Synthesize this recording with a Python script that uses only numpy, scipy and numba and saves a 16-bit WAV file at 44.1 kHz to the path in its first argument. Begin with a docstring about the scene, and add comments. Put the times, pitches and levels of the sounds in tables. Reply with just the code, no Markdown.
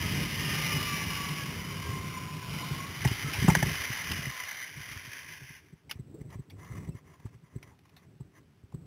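"""A pulley trolley rolls down a steel cable, rattling its frame and whining at the strand-passing rate, and slows.
It hits the brake with clunks, clicks and a squeak, and drags to a halt by sliding friction in the same frame.
Then straps rub and creak, clips tick and the helmet is bumped, over a faint forest hush.
The microphone sits in a closed case on the helmet, whose low resonances boom throughout; the recorder samples
coarsely and holds each value, which mirrors the sound into the treble."""
import sys
import numpy as np
from scipy import signal
from scipy.io import wavfile
from scipy.ndimage import uniform_filter1d, map_coordinates
from numba import njit

SR = 44100
rng = np.random.default_rng(int(sys.argv[2]) if len(sys.argv) > 2 else 0)


def how_loud(loudness_db):
    """Turn decibels into a plain amplitude multiplier (0 dB gives 1, 20 dB gives 10)."""
    steps = np.asarray(loudness_db, float) / 20
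    return 10 ** steps


def to_wav(s):
    """Save 16-bit WAV."""
    ch = np.atleast_2d(s).T  # columns
    pcm = np.round(np.clip(ch, -1, 1) * 32767)  # PCM
    wavfile.write(sys.argv[1], SR, pcm.astype(np.int16))


N = 390723


@njit
def svf(x, hz, width):
    """State-variable band-pass: two integrators in a loop, gain 1 at a centre that may move."""
    y, band_state, low_state = np.empty(len(x)), 0., 0.
    for i in range(len(x)):
        g, damping = np.tan(np.pi * hz[i] / SR), width / hz[i]
        v = (band_state + g * (x[i] - low_state)) / (1 + g * (g + damping))
        band_state = 2 * v - band_state
        low_state = low_state + 2 * g * v
        y[i] = damping * v
    return y


def band(x, hz, width):
    """Single resonance, fixed or moving, of the given bandwidth in Hz."""
    return svf(x, hz + np.zeros(len(x)), 1. * width)


def unit(x):
    """Normalisation to rms 1."""
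    return x / np.sqrt(np.mean(x ** 2))


def walk(rate):
    """Slow random modulation: normal values held 1 / rate s and slewed by two moving averages."""
    hold = int(SR / rate)
    steps = np.repeat(rng.standard_normal(N // hold + 1), hold)
    slewed = uniform_filter1d(uniform_filter1d(steps, hold), hold)
    return 1.294 * slewed[:N]  # offsets the loss of spread in averaging


def seconds():
    """Time axis of the whole scene, in s."""
    return np.arange(N) / SR


def columns(table):
    """Linear interpolation of table columns, after a mask that fades over 0.1 s outside the table."""
    s, *cols = np.transpose(table)
    t = seconds()
    inside = np.interp(t, [s[0] - .1, s[0], s[-1], s[-1] + .1], [0, 1, 1, 0])
    return inside, *[np.interp(t, s, c) for c in cols]


def grit(rate, spread_db):
    """Contact noise: its level wanders as small irregular contacts come and go."""
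    return rng.standard_normal(N) * how_loud(spread_db * walk(rate))


def add(out, s, piece):
    """Superposition of a piece from s seconds on."""
    i = int(s * SR)
    out[i:i + len(piece)] += piece[:N - i]


RISE_DB_PER_S, FALL_DB_PER_S = 522, 750


def stroke(s, hold, db):
    """Exponential onset and decay: gain that rises to db at s, holds, and falls away."""
    t = seconds()
    return how_loud(db - RISE_DB_PER_S * np.maximum(s - t, 0) - FALL_DB_PER_S * np.maximum(t - s - hold, 0))


# modes of trolley, cable and rigging as heard in the case; levels are for a mode 1000 Hz wide:
# f/Hz, width/Hz, rolling level/dB, dragging level/dB, scraping level/dB
FRAME_MODES = [(895, 150, -6.5, -12.5, 0.5), (1040, 145, -3, -9.5, 2.5), (1430, 254, -8, -9.5, -11),
               (1652, 230, -4.5, -2, -4.5), (2085, 149, 0.5, 1.5, 1.5), (2403, 248, -1, -2.5, -8.5),
               (2940, 107, -0.5, -7, -13.5), (3150, 97, -2, -5, -11), (3650, 580, -11, -16.5, -20.5),
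               (613, 410, -17, -19.5, -5), (2750, 1800, -18.5, -19, -22)]


def frame(push, column, flicker_db, low_db=0, high_db=0):
    """Modal superposition: the push rings every mode; each swells, fades and drifts on its own."""
    out = 0
    for k, mode in enumerate(FRAME_MODES):
        hz, width = mode[:2]
        db = mode[column] + flicker_db * walk(9) + low_db * (hz < 1500) + high_db * (hz > 2600)
        ring = unit(band(push, hz * (1 + 0.013 * walk(4)), width))
        out = out + (-1) ** k * how_loud(db) * ring * np.sqrt(width / 1000)
    return out


# rolling wheels, for trolley() and whine(): t/s, rattle level/dB, whine level relative to the rattle/dB
ROLLING = [(0, -34, -14), (.3, -36.5, -18), (.55, -33, -7.5), (1.1, -36.5, -6.5), (1.41, -39, -8),
           (1.55, -42, -17.5), (1.9, -43, -6), (2.44, -45.5, -5.5), (2.55, -40.5, -20), (2.8, -42.5, -3),
           (3.0, -46, -21)]
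HUM_DB, HUM_RISE_DB_PER_S = -4.5, 1.5  # hum relative to the rattle, at the start


def trolley():
    """Forced vibration: rolling wheels rattle the frame, and a hum travels down the straps to the case."""
    inside, db, _ = columns(ROLLING)
    t = seconds()
    low_db = np.interp(t, [.2, 2.2], [-3, 2.5])  # slower wheels rattle lower
    rattle = unit(frame(grit(300, 1.03), column=2, flicker_db=1.2, low_db=low_db))
    hum = how_loud(HUM_DB + HUM_RISE_DB_PER_S * t) * unit(band(grit(30.3, 0.87), 151.0, 25.5))
    return inside * how_loud(db) * (rattle + hum)


# whine partials: multiple of the strand rate, early level/dB, late level/dB
WHINE_PARTIALS = [(2, -1.5, 3), (3, -5.5, -11), (4, -1, -8.5), (5, -2, -14)]
# strands passing the wheels: rate at the start, steady slowing, a surge on the last stretch
STRAND_HZ, SLOWING_HZ_PER_S = 633.7, 54
SURGE_S, SURGE_HZ_PER_S = 2.55, 240


def whine():
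    """Periodic excitation: wheels sing on multiples of the strand rate; the balance later shifts to the lowest."""
    inside, db, relative_db = columns(ROLLING)
    t = seconds()
    hz = STRAND_HZ - SLOWING_HZ_PER_S * t + SURGE_HZ_PER_S * np.maximum(t - SURGE_S, 0)
    waver = 1 + 0.0039 * walk(29.95) + 0.00955 * walk(150)
    phase = 2 * np.pi * np.cumsum(hz * waver) / SR
    late = np.clip((t - 1.1) / .5, 0, 1)
    tones = 0
    for multiple, early_db, late_db in WHINE_PARTIALS:
        partial_db = early_db + (late_db - early_db) * late + 2.6 * walk(16) + 3.9 * walk(90)
        tones = tones + how_loud(partial_db) * np.sin(multiple * phase)
    return inside * how_loud(db + relative_db) * tones


# dragging brake: t/s, level/dB
DRAGGING = [(2.9, -48), (3.0, -41), (3.3, -37.5), (3.7, -34.5), (4.11, -37), (4.55, -39), (4.72, -45),
            (4.9, -44), (5.2, -45), (5.58, -52), (5.62, -62.5), (5.76, -69)]
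DRAG_LOW_DB, DRAG_HIGH_DB = 3.5, 4.5  # boost of low and high modes as the brake bites
DULL_LOW_DB_PER_S, DULL_HIGH_DB_PER_S = 1.3, 2  # both weaken as it slows


def drag():
    """Sliding friction: the brake's rough contact noise rings the same frame."""
    inside, db = columns(DRAGGING)
    start, end = DRAGGING[0][0], DRAGGING[-1][0]
    since = np.clip(seconds() - start, 0, end - start)
    low_db = DRAG_LOW_DB - DULL_LOW_DB_PER_S * since
    high_db = DRAG_HIGH_DB - DULL_HIGH_DB_PER_S * since
    push = grit(250, 1.62) * how_loud(0.98 * walk(30))
    return inside * how_loud(db) * unit(frame(push, column=3, flicker_db=0.97, low_db=low_db, high_db=high_db))


# squeaks of metal on metal, before flutter, waver and sag: t/s, hold/s, level/dB, f/Hz
SQUEAKS = [(3.267, 0.036, -45, 1302), (4.328, .1, -47.5, 1035), (6.92, .015, -70, 2660)]
SAG_PER_S = .35  # fraction of the pitch


def squeaks():
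    """Frictional tones: brief wavering sines that sag in pitch."""
    t = seconds()
    waver = 1 + .004 * walk(30) + 0.012 * walk(150)
    flutter = how_loud(4.3 * walk(90))
    out = 0
    for s, hold, db, hz in SQUEAKS:
        sag = 1 - SAG_PER_S * np.clip(t - s, -.2, .4)
        phase = 2 * np.pi * np.cumsum(hz * waver * sag) / SR
        out = out + stroke(s, hold, db) * np.sin(phase)
    return flutter * out


# shaking and wind that reach the case: t/s, boom level/dB
SHAKING = [(0, -30.5), (.3, -33.5), (.54, -40), (1.2, -39), (2.2, -38.5), (2.86, -44), (3.3, -39.5),
           (3.5, -29.5), (3.68, -34.5), (3.87, -54), (4.12, -40), (4.54, -63.5), (4.93, -53), (5.15, -61),
           (5.9, -58.5), (6.25, -48.5), (6.44, -59), (6.81, -42.5), (7.0, -57.5), (8.04, -60.5),
           (8.64, -57.5), (8.86, -51)]
# low modes of the case and its mount: f/Hz, width/Hz, level/dB
CASE_LOWER = [(101, 83, 5.5), (143.2, 49, 0.5), (219.2, 17.8, -8)]
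# upper modes of the case, for shake() and bumps(): f/Hz, width/Hz, level/dB
CASE_UPPER = [(243.6, 104, 4), (377.3, 37, -1)]
# upper level at a -40 dB boom; dB per dB of the averaged boom; averaging span
UPPER_DB, UPPER_FOLLOWS, UPPER_SPAN_S = -51, 0.78, .45


def case_ring(push, modes):
    """Modal superposition in the case, each mode a resonance passed twice."""
    return unit(sum(how_loud(db) * unit(band(band(push, hz, width), hz, width)) for hz, width, db in modes))


def shake():
    """Random excitation: buffeting rings the low modes of the case; the upper ones follow its average level."""
    push = grit(40, 2.4) * how_loud(2.1 * walk(13))
    db = columns(SHAKING)[1]
    over_db = uniform_filter1d(db, int(UPPER_SPAN_S * SR)) + 40
    upper_gain = how_loud(UPPER_DB + UPPER_FOLLOWS * over_db)
    return how_loud(db) * case_ring(push, CASE_LOWER) + upper_gain * case_ring(push, CASE_UPPER)


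# knocks through the helmet: t/s, peak level of the main tone/dB, f/Hz, 60 dB decay time (at least 0.02)/s
KNOCKS = [(2.702, -25.5, 138, 0.084), (2.8, -36, 124, 0.053), (2.87, -52, 126, 0.053),
          (3.047, -15, 130, .068), (3.107, -23.5, 105, .055), (3.237, -30.5, 142, 0.18),
          (3.38, -26, 89.5, .039), (3.416, -18, 120, 0.042), (3.439, -19, 197, 0.035),
          (3.479, -5.5, 168, 0.029), (3.508, -20.5, 162.5, .06), (3.56, -19.5, 167, 0.055),
          (3.622, -17, 131, 0.046), (3.658, -24, 109, 0.026), (3.793, -36, 89.5, .065),
          (3.895, -29, 120, .052), (4.064, -39, 94, 0.077), (4.179, -31.5, 153, 0.05),
          (4.26, -29, 133, .082), (4.764, -38.5, 144, 0.12), (4.796, -42, 104, .06),
          (4.906, -42, 123, 0.057), (4.955, -39, 90, 0.068), (5.067, -41, 121, 0.073),
          (5.409, -42, 131, .12), (5.497, -42, 129, .038), (5.724, -40, 158, .036), (5.949, -39.5, 89, .05),
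          (5.987, -31.5, 129, 0.059), (6.206, -33.5, 106.3, 0.054), (6.248, -43.5, 109, 0.034),
          (6.348, -34.5, 101, .069), (6.385, -31, 131, .049), (6.693, -36.5, 116, 0.22),
          (6.867, -33, 103, .06), (6.881, -26, 145, 0.036), (6.942, -34, 112, 0.046),
          (7.246, -30, 105, 0.052), (7.34, -44.5, 119, .075), (7.426, -46.5, 152, 0.05),
          (7.553, -27.5, 118, 0.042), (7.664, -48, 125, 0.054), (8.198, -33, 133, 0.057),
          (8.629, -45, 94, 0.062), (8.737, -28, 136, 0.035), (8.809, -48, 159, .06)]
SWELL_S, EDGE_DB = .0053, -13.5


def bumps():
    """Impulse response: each knock swells and rings out, rocks the helmet and snaps the upper case tones."""
    out, t = np.zeros(N), np.arange(SR // 4) / SR
    snap = sum(how_loud(g) * np.sin(2 * np.pi * f * t) for f, _, g in CASE_UPPER)
    edge = snap * t / 0.0056 * np.exp(1 - t / 0.0044)
    for s, db, hz, decay in KNOCKS:
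        shape = (1 - np.exp(-t / SWELL_S)) ** 2 * np.exp(-np.log(1000) * t / max(decay, .02))
        body = shape * np.sin(2 * np.pi * hz * t)
        # the whole helmet rocks: deep bass
        shove = 0.35 * shape / shape.max() * np.sin(2 * np.pi * 68 * t)
        knock = body / np.abs(body).max() + shove + how_loud(EDGE_DB) * edge
        add(out, s + .0025, how_loud(db) * knock)
    return out


# metal and plastic clicks: t/s, approximate peak level/dB, f/Hz, 26 dB decay time (at least 0.003)/s,
# share of broad crack/0-1
CLICKS = [(3.048, -16, 1800, 0.013, .0), (3.071, -23.5, 2920, 0.056, 0.25),
          (3.331, -22.5, 2360, 0.096, 0.4), (3.48, -13, 883, 0.04, 0.14), (3.498, -14.5, 2130, 0.016, 0),
          (3.55, -7.5, 1720, .011, 0.2), (3.626, -13, 1720, 0.01, 0), (4.115, -20, 2820, 0.01, 0.63),
          (5.893, -33.5, 2240, 0.061, 0.38), (5.91, -21.5, 2830, 0.02, 0.7), (6.209, -51.5, 2150, .019, .4),
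          (6.302, -47, 1084, .019, 0.6), (6.498, -42.5, 3350, 0.021, .5), (6.506, -47, 2250, .03, 0.2),
          (6.645, -44.5, 1090, 0.04, 0.66), (6.887, -46, 738, 0.022, 0.34), (7.141, -53, 926, .016, 0.5),
          (7.199, -50, 899, 0.014, 0.48), (7.259, -45, 1040, 0.021, 0.3), (7.627, -37.5, 2210, 0.014, 0.56),
          (7.71, -51.5, 883, 0.1, .05), (7.788, -53.5, 950, .016, 0.7), (7.853, -51, 1120, .016, .5),
          (7.892, -52, 900, .016, 0.66), (7.964, -41.5, 3650, .027, 0.53), (8.203, -50.5, 912, 0.018, .2),
          (8.721, -47.5, 880, 0.013, 0.26), (8.743, -49.5, 729, 0.015, .2)]
SHELL_HZ = 880
SHELL_DB, SHELL_LOSS_DB = -1, 25.5  # helmet shell under a dull click; loss towards a pure crack


def clicks():
    """Transient excitation: a burst of tiny contacts, partly through one short ring, partly broad."""
    out, t = np.zeros(N), np.arange(SR // 8) / SR
    for s, db, hz, length, broad in CLICKS:
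        envelope = (1 - np.exp(-t / 0.0019)) * np.exp(-3 * t / max(length, .003))
        burst = rng.standard_normal(len(t)) * envelope
        ring = unit(band(band(burst, hz, 500.), hz, 900.))
        crack = unit(band(band(burst, 2300., 3200.), 2300., 4500.))
        shell = how_loud(SHELL_DB - SHELL_LOSS_DB * broad) * unit(band(burst, SHELL_HZ, 140.0))
        click = (1 - broad) * ring + broad * crack + shell
        # peaks stand about four times over the early rms
        crest = 4 * np.sqrt(np.mean(click[:SR // 100] ** 2))
        add(out, s, how_loud(db) * click / crest)
    return out


# straps and gloves scraping: t/s, hold/s, level/dB
SCRAPES = [(5.949, .05, -67), (6.21, 0.0087, -65), (6.321, 0.025, -52), (6.392, 0.043, -67),
           (6.588, 0.29, -57), (6.959, 0.032, -57.5), (7.068, 0.08, -62.5), (7.2, 0.092, -65.5),
           (7.34, .01, -65), (7.448, 0.14, -69.5), (7.636, 0.07, -64.5), (7.85, 0.093, -74),
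           (7.97, 0.075, -67.5), (8.359, .025, -59.5), (8.73, 0.009, -76)]


def rub():
    """Scraping friction: gritty strokes of straps and gloves ring the rigging."""
    push = grit(200, 2.2) * how_loud(1.2 * walk(36))
    return sum(stroke(*row) for row in SCRAPES) * unit(frame(push, column=4, flicker_db=2.0))


# a strap creaks against the case: t/s, f/Hz, level/dB
CREAKING = [(6.08, 233, -76.5), (6.11, 249, -56), (6.15, 372, -46.5), (6.19, 420, -53), (6.22, 398, -72)]


def creak():
    """Stick-slip friction: rough noise in a gliding, mostly rising resonance."""
    inside, hz, db = columns(CREAKING)
    return inside * how_loud(db) * unit(band(band(grit(80, 1.6), hz, 89.0), hz, 126.0))


HUSH_DB = -71.5


def hush():
    """Stationary broadband noise: the faint hush of the forest."""
    return how_loud(HUSH_DB) * unit(band(rng.standard_normal(N), 800.0, 2500.))


def scene():
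    """Linear superposition of all sources."""
    rolling = trolley() + whine()
    braking = drag() + squeaks()
    helmet = shake() + bumps() + clicks()
    straps = rub() + creak()
    return (rolling + braking + helmet + straps + hush())[None]


def low_pass(x):
    """Removes everything above the highest recorded frequency."""
    return signal.sosfilt(signal.butter(12, 15960, fs=SR, output="sos"), x)


HOLD_HZ = 7993.1


def record(dry):
    """Zero-order hold: after a bass cut, coarse samples held until the next mirror the sound into the treble."""
    x = signal.sosfilt(signal.butter(4, 48, "high", fs=SR, output="sos"), dry)
    x = signal.sosfiltfilt(signal.butter(6, 4200, fs=SR, output="sos"), x)
    held = np.floor(np.arange(N) * HOLD_HZ / SR) * SR / HOLD_HZ  # sample position each output keeps
    x = map_coordinates(x[0], [held], order=3)[None]
    x = signal.sosfiltfilt(signal.ellip(10, .1, 50, 15740, fs=SR, output="sos"), x)
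    return low_pass(x)


dry = scene()
out = record(dry)
to_wav(out)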